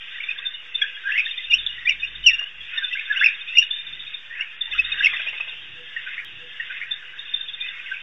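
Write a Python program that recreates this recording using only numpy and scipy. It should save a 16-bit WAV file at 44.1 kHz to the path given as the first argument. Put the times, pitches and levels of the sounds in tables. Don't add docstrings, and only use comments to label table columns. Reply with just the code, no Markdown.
import sys
import numpy as np
from scipy import signal
from scipy.fft import rfft, irfft, next_fast_len
from scipy.io import wavfile
from scipy.ndimage import uniform_filter1d, minimum_filter1d, map_coordinates

SR = 44100
rng = np.random.default_rng(int(sys.argv[2]) if len(sys.argv) > 2 else 0)


def digitize_waveform(pressure):
    field = np.atleast_2d(pressure).T
    bounded = np.clip(field, -1, 1)
    quanta = np.round(bounded * 32767).astype(np.int16)
    wavfile.write(sys.argv[1], SR, quanta)


def boost_factor(decibels):
    exponent = np.asarray(decibels, float) / 20
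    return 10 ** exponent


N = 353682
T = np.arange(N) / SR

# middle [t/s], start [f/Hz], end [f/Hz], peak [level/dB]
YIPS = [(0.187, 1830, 1910, -27), (.207, 2060, 2480, -20.5), (.293, 2480, 2540, -13),
        (.314, 2605, 2475, -14.5), (0.819, 2006, 2720, -18.5), (1.12, 2130, 2870, -20.5),
        (.824, 1645, 1690, -13), (1.188, 2175, 2160, -13.5), (1.113, 1775, 2240, -20.5),
        (1.206, 2215, 2270, -16), (1.27, 1674, 2010, -19.5), (1.727, 2820, 3070, -28),
        (1.859, 1920, 1960, -17.5), (1.89, 2010, 2100, -17), (2.933, 2454, 3260, -21.5),
        (2.957, 1533, 1770, -19.5), (5.011, 1534, 1760, -11), (5.07, 2043, 2310, -6.5),
        (1.541, 2740, 2820, -6), (5.411, 2490, 2660, -13), (5.969, 1894, 1850, -16),
        (6.073, 2380, 2600, -24), (7.657, 1820, 2200, -32.5)]
# middle [t/s], start [f/Hz], end [f/Hz], peak [level/dB]
PIPS = [(1.076, 1580, 1640, -18), (1.086, 1604, 1660, -13.5), (1.095, 1690, 1720, -13),
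        (1.124, 2590, 2836, -11), (1.181, 2567, 2550, -5.5), (1.187, 2610, 2540, -6.5),
        (1.197, 2535, 2540, -7), (1.203, 2555, 2480, -10), (1.21, 2475, 2440, -17.5),
        (3.215, 1543, 1694, -7), (3.2445, 2612, 2683, -3.5), (3.2518, 2655, 2600, -8),
        (3.263, 2653, 2560, 0), (3.269, 2535, 2394, -6.5), (1.897, 2802, 2733, -3),
        (3.5745, 2438, 2626, -3.5), (4.411, 2645, 2870, -16), (5.038, 2683, 2704, -7.5),
        (5.0475, 2718, 2750, -2), (5.061, 2672, 2624, -1), (5.968, 1850, 1870, -28.5)]
# middle [t/s], start [f/Hz], end [f/Hz], peak [level/dB]
TWITTERS = [(.455, 1630, 1505, -35.5), (.84, 1620, 1650, -26), (1.164, 1790, 2440, -15.5),
            (1.514, 2880, 2746, -13), (1.544, 2592, 3140, -9.5), (1.879, 2170, 2670, -9.5),
            (1.899, 2926, 2514, -12), (1.913, 2432, 2250, -14.5), (2.035, 2580, 2476, -18.5),
            (2.047, 2810, 2740, -22.5), (2.252, 2950, 3167, -15), (2.307, 2110, 1778, -18.5),
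            (2.787, 1860, 1730, -22.5), (3.137, 1496, 1580, -22.5), (3.234, 1727, 2540, -11.5),
            (3.222, 1516, 1900, -10.5), (3.545, 1860, 2170, -24.5), (3.63, 1934, 1457, -31.5),
            (4.411, 2580, 3025, -19.5), (4.424, 2000, 2435, -23.5), (4.737, 2425, 2930, -22.5),
            (4.797, 2470, 2675, -8), (4.927, 2536, 2610, -18), (5.202, 2700, 2240, -25),
            (5.027, 1833, 2274, -21.5), (5.286, 2710, 2700, -22), (5.493, 2924, 2610, -28.5),
            (7.866, 2508, 3030, -28), (7.92, 1480, 1680, -23.5), (7.95, 2297, 2280, -26)]
# middle [t/s], start [f/Hz], end [f/Hz], peak [level/dB]
SQUEALS = [(.4, 1076, 1260, -44), (1.39, 1946, 2120, -31), (7.803, 2600, 2340, -32),
           (.428, 2558, 2560, -30), (1.533, 2279, 2817, -9), (1.79, 1850, 2025, -30.5),
           (2.276, 3020, 2508, 0.5), (2.292, 2790, 2043, -11), (2.472, 2680, 3120, -27.5),
           (2.733, 2696, 2475, -23.5), (2.829, 1582, 1614, -21.5), (2.939, 2520, 2860, -18),
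           (3.113, 1687, 1698, -12), (3.173, 2438, 3225, -13), (3.275, 2017, 2580, -20),
           (3.505, 2390, 2920, -25.5), (4.765, 1230, 1790, -26), (4.813, 2410, 2400, -39),
           (5.43, 2600, 2483, -24.5), (6.073, 1530, 1583, -25.5), (6.19, 1678, 2376, -26),
           (7.148, 1574, 1660, -30.5)]
# middle [t/s], length [t/s], start [f/Hz], end [f/Hz], peak [level/dB]
WHINES = [(1.082, .1, 1500, 1800, -14), (1.14, .05, 1608, 1910, -23), (2.429, .08, 2820, 2800, -23),
          (2.982, 0.072, 1750, 2980, -26), (4.398, .05, 1490, 2060, -36), (5.045, 0.1, 2660, 3510, -24.5),
          (3.575, .06, 2852, 2804, -11), (4.322, .07, 1746, 2027, -30), (5.053, .08, 2647, 2483, -16.5),
          (4.693, 0.1, 818, 1100, -50), (3.53, 0.055, 2600, 2820, -26), (3.59, .037, 2654, 2998, -4),
          (6.186, .08, 1830, 2653, -33), (7.638, .08, 2370, 2670, -27), (7.694, .09, 3010, 2585, -30.5),
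          (7.907, .08, 2770, 2770, -30.5), (7.956, .06, 2450, 2640, -24.5)]
# middle [t/s], start [f/Hz], end [f/Hz], peak [level/dB]
ANSWERS_EARLY = [(0.162, 2096, 1808, -34), (0.225, 2754, 2630, -26), (0.235, 2611, 2200, -28),
                 (0.365, 1730, 1610, -32), (0.427, 2583, 2620, -28.5), (0.475, 1686, 1590, -35.5),
                 (0.551, 2940, 2840, -28), (0.595, 3080, 2710, -33), (0.868, 2780, 2540, -36),
                 (0.888, 2660, 2570, -31), (0.976, 1660, 1680, -30), (1.145, 2710, 2860, -28),
                 (1.222, 2486, 2590, -20.5), (1.291, 2740, 2760, -27.5), (1.473, 3060, 2710, -33),
                 (1.676, 3050, 2685, -35), (1.7, 2940, 2810, -28), (1.764, 2860, 2842, -41),
                 (1.824, 1910, 1900, -34.5), (2.339, 2810, 2740, -14), (2.395, 2754, 2890, -23.5),
                 (2.464, 1630, 1620, -33), (2.694, 2820, 2630, -29), (2.738, 1364, 1722, -35),
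                 (2.766, 2570, 3020, -29), (2.786, 2970, 2650, -32), (2.917, 1960, 2010, -29.5),
                 (2.995, 2445, 2485, -24), (3.013, 1720, 1750, -35), (3.075, 2635, 2540, -32),
                 (3.081, 1503, 1690, -27), (3.157, 2035, 2000, -24), (3.177, 1630, 1560, -17),
                 (3.203, 2493, 2890, -15), (3.3, 2570, 2710, -27), (3.31, 2520, 2500, -31),
                 (3.336, 2700, 2570, -40), (3.394, 2660, 2583, -35.5), (3.42, 2520, 2583, -33),
                 (3.476, 2440, 2570, -26.5), (3.624, 2310, 2750, -24.5), (3.658, 2810, 2880, -38)]
# middle [t/s], start [f/Hz], end [f/Hz], peak [level/dB]
ANSWERS_LATE = [(3.716, 2936, 2860, -28.5), (3.753, 2806, 2960, -33), (4.075, 2470, 2590, -28.5),
                (4.131, 2670, 2454, -32.5), (4.348, 1780, 2210, -31), (4.376, 2320, 2760, -27),
                (4.475, 2360, 2799, -30), (4.502, 2800, 2655, -36.5), (4.672, 1904, 1925, -35.5),
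                (4.727, 2014, 2080, -30), (4.741, 1705, 1630, -28), (4.743, 3090, 2810, -25),
                (4.781, 1840, 2240, -31), (4.903, 2627, 2530, -31.5), (4.986, 1550, 1696, -29),
                (5.107, 2500, 2500, -26), (5.14, 2100, 1870, -24), (5.172, 2650, 2570, -24),
                (5.199, 1683, 1480, -28), (5.22, 2730, 2640, -21.5), (5.274, 2400, 2575, -22),
                (5.326, 2770, 2850, -30.5), (5.34, 2220, 2050, -29), (5.384, 2660, 2552, -20.5),
                (6.098, 2560, 2570, -30), (6.112, 1630, 2260, -42), (6.132, 2554, 2530, -27.5),
                (6.15, 2765, 2836, -30.5), (6.206, 2280, 2470, -31), (6.882, 1833, 2050, -32),
                (6.923, 1830, 1666, -31), (7.024, 1556, 1545, -37), (7.332, 2695, 2550, -31.5),
                (7.394, 1643, 1620, -37.5), (7.593, 2800, 2780, -36.5), (7.595, 2430, 2410, -34.5),
                (7.657, 1980, 2020, -34.5), (7.708, 1960, 1890, -34.5), (7.747, 2420, 2530, -36),
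                (7.868, 2184, 2020, -30), (7.892, 1986, 1770, -30), (7.96, 2505, 2540, -25)]
# middle [t/s], peak [level/dB]
CHIP_TRAINS = [(0.117, -30), (0.176, -34), (0.24, -30), (0.31, -27), (0.387, -26), (0.543, -28.5),
               (1.262, -19.5), (1.315, -20.5), (1.382, -23), (1.448, -25), (1.52, -20.5), (1.592, -18.5),
               (1.727, -36), (1.859, -27), (1.928, -28), (2.004, -28.5), (2.077, -27), (2.159, -25),
               (2.239, -29), (2.315, -26), (2.34, -31), (2.887, -27.5), (2.935, -27.5), (3.001, -28.5),
               (3.062, -27.5), (3.131, -25), (3.284, -31), (3.353, -28.5), (3.416, -27), (3.488, -27.5),
               (3.559, -24.5), (3.634, -23), (3.873, -25), (3.935, -22.5), (4.003, -23), (4.075, -24.5),
               (4.148, -19), (4.662, -24), (4.721, -22), (4.757, -32.5), (4.786, -22), (4.853, -18),
               (4.881, -35.5), (4.928, -16), (4.962, -32), (4.997, -20.5), (5.383, -34), (5.494, -30.5),
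               (7.258, -32), (7.296, -28), (7.372, -28), (7.411, -25.5), (7.445, -32), (7.542, -23.5),
               (7.614, -20), (7.688, -26)]
# middle [t/s], length [t/s], pitch [f/Hz], peak [level/dB]
SINGLE_CHIPS = [(0.956, .04, 3297, -31), (5.143, .025, 3600, -31.5), (1.794, 0.014, 3663, -34),
                (.467, 0.043, 3584, -19), (0.756, 0.03, 3550, -18.5), (0.825, 0.025, 3330, -8.5),
                (1.666, 0.0047, 3515, -8), (1.673, 0.01, 3486, -12.5), (2.616, 0.037, 3325, -28),
                (2.783, 0.023, 3628, -14.5), (2.847, 0.04, 3556, -16.5), (3.204, .025, 3470, -20.5),
                (3.714, 0.024, 3530, -13), (3.73, .016, 3583, -20.5), (3.766, .016, 3624, -21),
                (3.797, 0.038, 3624, -24.5), (4.615, 0.015, 3557, -14), (5.235, 0.049, 3200, -34.5),
                (6.92, 0.027, 3554, -14.5), (6.938, 0.026, 3580, -30.5), (7.195, 0.016, 3637, -19.5),
                (7.345, .022, 3560, -13), (7.49, 0.033, 3400, -24), (7.491, 0.022, 3600, -23)]
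# [t/s], [level/dB]
EXCITEMENT = [(0, -35), (.6, -43), (.8, -35), (.95, -41.5), (1.15, -32), (1.55, -36), (2.4, -41),
              (2.55, -42.5), (2.75, -34), (3.65, -38), (4.55, -42.5), (5.05, -30), (5.5, -35.5), (5.8, -41),
              (6.1, -36.5), (6.25, -43.5), (7.5, -39), (7.62, -39.5)]
# middle [t/s], width [t/s], peak [level/dB]
OUTBURSTS = [(.27, 0.31, -48), (1.15, 0.13, -41.5), (1.75, 0.21, -51.5), (2.4, 0.043, -44.5),
             (2.78, 0.056, -36), (3.22, .14, -35.5), (4.4, 0.047, -37.5), (5.05, 0.22, -34.5),
             (6.15, 0.2, -43), (6.95, 0.35, -54.5), (7.75, 0.13, -43.5)]
# [f/Hz], [level/dB per Hz]
FAR_COLOUR = [(590, -49.5), (1000, -31.5), (1410, -18), (1590, -8), (2020, -7.5), (2290, -9.5),
              (2480, -1.5), (2810, 0.5), (3130, -7), (3490, -4.5), (3690, -8.5), (3850, -21), (3970, -30.5),
              (4120, -72.5), (4300, -78), (5590, -106), (9460, -120)]
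# [f/Hz], [level/dB]
OVERTONE_COLOUR = [(3950, -45.5), (4200, -14.5), (4550, -21), (4800, -17.5), (5200, -10), (5600, 1.5),
                   (5950, -4.5), (6400, -25), (7200, -31), (8200, -14.5), (9500, -29.5), (10800, -20.5),
                   (12000, -75.5)]
# [t/s], peak [level/dB], knock [f/Hz]
PAW_TAPS = [(0.626, -57.5, 1250), (2.117, -61.5, 1150), (2.414, -46.5, 1270), (4.708, -52.5, 1010),
            (5.066, -50, 1006), (5.131, -44.5, 1116), (5.198, -49.5, 657), (5.265, -47, 652),
            (5.33, -48.5, 1244), (5.401, -45, 1210), (5.473, -49, 645), (5.528, -53.5, 450),
            (7.775, -54.5, 1160)]
# middle [t/s], width [t/s], [level/dB]
SCUFFLES = [
    (4.97, .05, -63.5),
    (5.38, 0.24, -62),
]
# middle [t/s], width [t/s], panel [level/dB], rumble [level/dB]
GUSTS = [(1.58, 0.09, -51.5, -62.5), (1.771, 0.2, -60.5, -65), (1.97, 0.086, -57.5, -71.5),
         (2.2, 0.15, -47.5, -62), (2.6, .06, -59.5, -66.5), (3.3, 0.18, -79, -73),
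         (3.95, 0.096, -61.5, -61.5), (4.8, 0.099, -48.5, -63.5), (5, 0.11, -56.5, -62),
         (5.2, .2, -74.5, -71.5), (5.72, 0.15, -73, -61), (6.2, 0.33, -77, -75), (7.3, .6, -76, -75.5)]
# [f/Hz], [level/dB per Hz]
RUMBLE_COLOUR = [(62, -37.5), (90, -1), (105, -11), (120, 7.5), (135, -10), (160, -3), (250, -13.5),
                 (380, -10), (700, -89)]
# [f/Hz], [level/dB per Hz]
AIR_COLOUR = [(120, -51), (200, -17), (477, -11), (532, -14), (875, -13), (1400, -7), (1500, -7),
              (1950, -28.5), (3300, -120)]
# [f/Hz], [level/dB per Hz]
HISS_COLOUR = [(3900, -13), (4500, -9.5), (5400, -7), (6000, -7.5), (6500, -11), (8000, -16.5),
               (10000, -24), (12000, -59)]
# [t/s], [level/dB]
COO_LEVEL = [(0, -70.5), (.7, -69.5), (.85, -59), (1.6, -77), (5.7, -77.5), (5.8, -55.5), (6, -68),
             (6.9, -72.5), (8.02, -81)]

YIP_S, PIP_S, TWITTER_S, SQUEAL_S, ANSWER_S = .016, .0092, .038, .043, .028
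LEAN = 0.94
NEAR_LEVEL = .2
NEAR_ROUGH, FAR_ROUGH = .55, 2.1
CHIP_S, CHIP_HZ, CHIP_FALL_HZ, CHIP_SCATTER_HZ = .024, 3600, 128, 25
SLAP_S, SLAP_DB = .021, -19
CLOSE_DB, CLOSE_T60_S = -9, .06
MURMUR_DB = -46
CALM_PANEL_DB, CALM_RUMBLE_DB = -92, -71.5
HISS_DB, HISS_SWAY_DB = -70, 1.5
SKIP_AT_S, SKIP_END_S, SKIP_BACK_S = 6.2479, 6.872, .63474


def pack():
    flutter = boost_factor(3.4 * np.tanh(wobble(260)) - .3)
    voices = whistles(flutter)
    ticks = chips() * flutter ** .35
    near = voices + ticks
    closeness = nearness(near)
    shimmer = unit(0.65 + wobble(260)) * boost_factor(3.0 - 8.5 * closeness)
    deep = swells(OUTBURSTS, MURMUR_DB) * crowd(1000, 2373.0, count=2600)
    high = curves(EXCITEMENT)[0] * crowd(2202.0, 3900, count=2600)
    far = filtered(deep, [(2200, 1.0), (2500, -16.5)])
    far += filtered(high, [(2100, -13.0), (2400, -1.0)])
    calls = boost_factor(-2.5 - 3 * (1 - closeness)) * voices + boost_factor(-3.5) * ticks
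    calls += boost_factor(CLOSE_DB) * scattered(near * shimmer, t60=CLOSE_T60_S)
    calls += boost_factor(-7) * scattered(near * shimmer, t60=0.21)
    calls += boost_factor(-0.6) * far
    return filtered(calls, [(3750, 0.25), (3950, -9.5), (4150, -61.0)])


def whistles(flutter):
    brief_kinds = [(YIPS, YIP_S), (PIPS, PIP_S)]
    long_kinds = [(TWITTERS, TWITTER_S), (SQUEALS, SQUEAL_S), (ANSWERS_EARLY + ANSWERS_LATE, ANSWER_S)]
    brief = glides(with_lengths(brief_kinds))
    long = glides(with_lengths(long_kinds) + WHINES)
    roughness = np.interp(nearness(long), [.1, .7], [FAR_ROUGH, NEAR_ROUGH])
    return brief + long * flutter ** roughness


def with_lengths(kinds):
    return [(s, length, *rest) for calls, length in kinds for s, *rest in calls]


def chips():
    trains = [(s, CHIP_S, CHIP_HZ + CHIP_SCATTER_HZ * rng.standard_normal(), db) for s, db in CHIP_TRAINS]
    half_fall = CHIP_FALL_HZ / 2
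    rows = [(s, length, hz + half_fall, hz - half_fall, db) for s, length, hz, db in trains + SINGLE_CHIPS]
    direct = glides(rows)
    return direct + boost_factor(SLAP_DB) * np.roll(direct, round(SLAP_S * SR))


def glides(rows):
    out = np.zeros(N + SR)
    turns = rng.random((len(rows), 1))
    for (s, length, hz0, hz1, db), turn in zip(rows, turns):
        u = np.arange(round(length * SR)) / (length * SR)
        phase = length * (hz0 * u + (hz1 - hz0) * u ** 2 / 2) + turn
        swell = boost_factor(db) * np.sin(np.pi * u ** LEAN) ** 2
        start = round((s - length / 2) * SR) + SR // 2
        out[start:][:len(u)] += swell * np.sin(2 * np.pi * phase)
    return out[SR // 2:][:N]


def nearness(x):
    swell = uniform_filter1d(np.abs(x), size=500) * np.pi / 2
    return swell / (swell + NEAR_LEVEL)


def crowd(lo_hz, hi_hz, count):
    a = rng.random((count, 5))
    s = 8.3 * a[:, 0] - .28
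    length = .008 + .022 * a[:, 1]
    hz = lo_hz + (hi_hz - lo_hz) * a[:, 2]
    far = glides(np.c_[s, length, hz - 350 * a[:, 3], hz + 550 * a[:, 3] - 100, 5 * a[:, 4]])
    wash = unit(rng.standard_normal(N))
    echoed = unit(0.63 * far + scattered(far, t60=0.52))
    return unit(filtered(echoed + wash, FAR_COLOUR))


def scattered(x, t60):
    t = np.arange(SR // 3) / SR
    size = SR // 4
    padded, out = np.pad(x, size), np.zeros(N + 2 * SR)
    for i in range(0, N + size, size // 2):
        tail = boost_factor(-60 * t / t60) * rng.standard_normal(len(t))
        piece = padded[i:i + size]
        faded = piece * np.hanning(size)[:len(piece)]
        wet = signal.fftconvolve(faded, tail / np.linalg.norm(tail))
        out[i:i + len(wet)] += wet
    return out[size:][:N]


def overdriven(x):
    swell = np.abs(signal.hilbert(x, next_fast_len(N))[:N])
    x = x / (1 + (swell / .8) ** 6) ** (1 / 6)
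    deep = filtered(x, [(3050, -1.15), (3300, -29.0)])
    drive = (x + deep) / 2
    bent = boost_factor(-6.0) * drive ** 2 + boost_factor(-10.5) * drive ** 3 + boost_factor(-17) * drive ** 4
    over = filtered(bent, OVERTONE_COLOUR)
    body = uniform_filter1d(np.abs(deep), size=2500)
    fizz = boost_factor(-41.5) * body * unit(filtered(rng.standard_normal(N), OVERTONE_COLOUR))
    return x + over + boost_factor(-1.0) * scattered(over, t60=0.056) + fizz


def paws():
    out, t = np.zeros(N + SR), np.arange(SR // 20) / SR
    for s, db, hz in PAW_TAPS:
        puff = signal.lfilter([.25], [1, -.8], rng.standard_normal(len(t)))
        decay = boost_factor(db + 4.5 - 60 * t / 0.054)
        out[round(s * SR):][:len(t)] += decay * (0.71 * np.sin(2 * np.pi * hz * t) + 2.5 * puff)
    steps = filtered(out[:N], [(150, -38.5), (350, -4.0), (2000, 9.5), (3600, -7.5), (4100, -72.0)])
    dust = filtered(rng.standard_normal(N), [(250, -40), (400, -0.5), (700, 0.5), (1200, -2), (1600, -39.5)])
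    steps += swells(SCUFFLES, -95.5) * unit(dust) * boost_factor(2.0 * wobble(35))
    return steps + boost_factor(-3) * scattered(steps, t60=.35)


def wind():
    drum = swells([(s, width, db) for s, width, db, _ in GUSTS], CALM_PANEL_DB)
    rumble = swells([(s, width, db) for s, width, _, db in GUSTS], CALM_RUMBLE_DB)
    panel = np.sqrt(2) * sine(46 + 2.5 * wobble(9)) * boost_factor(1.2 * wobble(8))
    drumming = drum * (panel + 0.1 * panel ** 2 - .12)
    noise = rng.standard_normal((3, N))
    rumbling = (rumble + boost_factor(-22) * drum) * unit(filtered(noise[0], RUMBLE_COLOUR))
    air = boost_factor(-61.5 + 0.52 * wobble(0.47)) * unit(filtered(noise[1], AIR_COLOUR))
    hiss = boost_factor(HISS_DB + HISS_SWAY_DB * wobble(19.0)) * unit(filtered(noise[2], HISS_COLOUR))
    coo = curves(COO_LEVEL)[0] * sine(489 + 6 * wobble(30)) * boost_factor(4 * wobble(25) - 3.5)
    return drumming + rumbling + air + hiss + coo


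def sine(hz):
    return np.sin(2 * np.pi * np.cumsum(hz) / SR)


def swells(rows, calm_db):
    s, width, db = np.transpose(rows)[..., None]
    return boost_factor(calm_db) + (boost_factor(db) * np.exp(-((T - s) / width) ** 2)).sum(axis=0)


def curves(rows):
    s, *columns = np.transpose(rows)
    return [boost_factor(np.interp(T, s, column)) for column in columns]


def wobble(rate):
    return map_coordinates(rng.standard_normal(int(N * rate / SR) + 4), [T * rate])


def filtered(x, points):
    m = next_fast_len(N + 8192)
    f, db = np.transpose(points)
    log_hz = np.log(np.fft.rfftfreq(m, 1 / SR) + 1)
    gain = boost_factor(np.interp(log_hz, np.log(f), db))
    return irfft(rfft(x, m) * gain, m)[..., :N]


def unit(x):
    return x / np.sqrt(np.mean(x ** 2) + 1e-20)


def scene():
    mid = overdriven(pack()) + wind() + paws()
    late = np.roll(mid, SR // 12)
    side = boost_factor(-27) * filtered(late, [(30, 3.5), (250, -1.5), (600, -10.5), (1000, -40), (1500, -59.0)])
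    return np.array([mid + side, mid - side])


def thinned(x, keep_db):
    hz, _, z = signal.stft(x, SR, nperseg=2048)
    band = 12
    power = np.abs(z[0]) ** 2
    blocks = power[:1020].reshape(-1, band, z.shape[2])
    level = 10 * np.log10(blocks.mean(axis=1) + 1e-20)
    chip = 10 * np.log10(power[(hz > 3300) & (hz < 3850)].mean(axis=0) + 1e-20)
    chip = -minimum_filter1d(-chip, size=4, origin=-1)
    chance = uniform_filter1d(rng.standard_normal(level.shape), size=4, axis=1)
    band_hz = np.arange(len(level)) * band * hz[1]
    slope = np.interp(band_hz, [4000, 5200, 6500, 9000], [5, -2, -4, -10])[:, None]
    strong_band = level > keep_db + slope + .6 * (chip + 62) + 8 * chance
    strong_bin = power[:1020] > boost_factor(2 * keep_db + 2 + .5 * (chip + 62))
    strong = np.repeat(strong_band, band, axis=0) & strong_bin
    keep = (hz[:, None] < 3900) | np.pad(strong, ((0, 5), (0, 0)))
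    return signal.istft(z * keep, SR, nperseg=2048)[1][:, :N]


def band_limit(x):
    return signal.sosfilt(signal.butter(12, 15500, fs=SR, output="sos"), x)


def record(dry):
    dry = thinned(dry, keep_db=-103)
    replay = (T >= SKIP_AT_S) * np.clip((SKIP_END_S - T) / .01, 0, 1)
    earlier = np.roll(dry, round(SKIP_BACK_S * SR), axis=1)
    mix = (1 - replay) * dry + replay * earlier + .0047
    mix[:, round(SKIP_AT_S * SR)] += boost_factor(-28)
    return band_limit(mix)


dry = scene()
out = record(dry)
digitize_waveform(out)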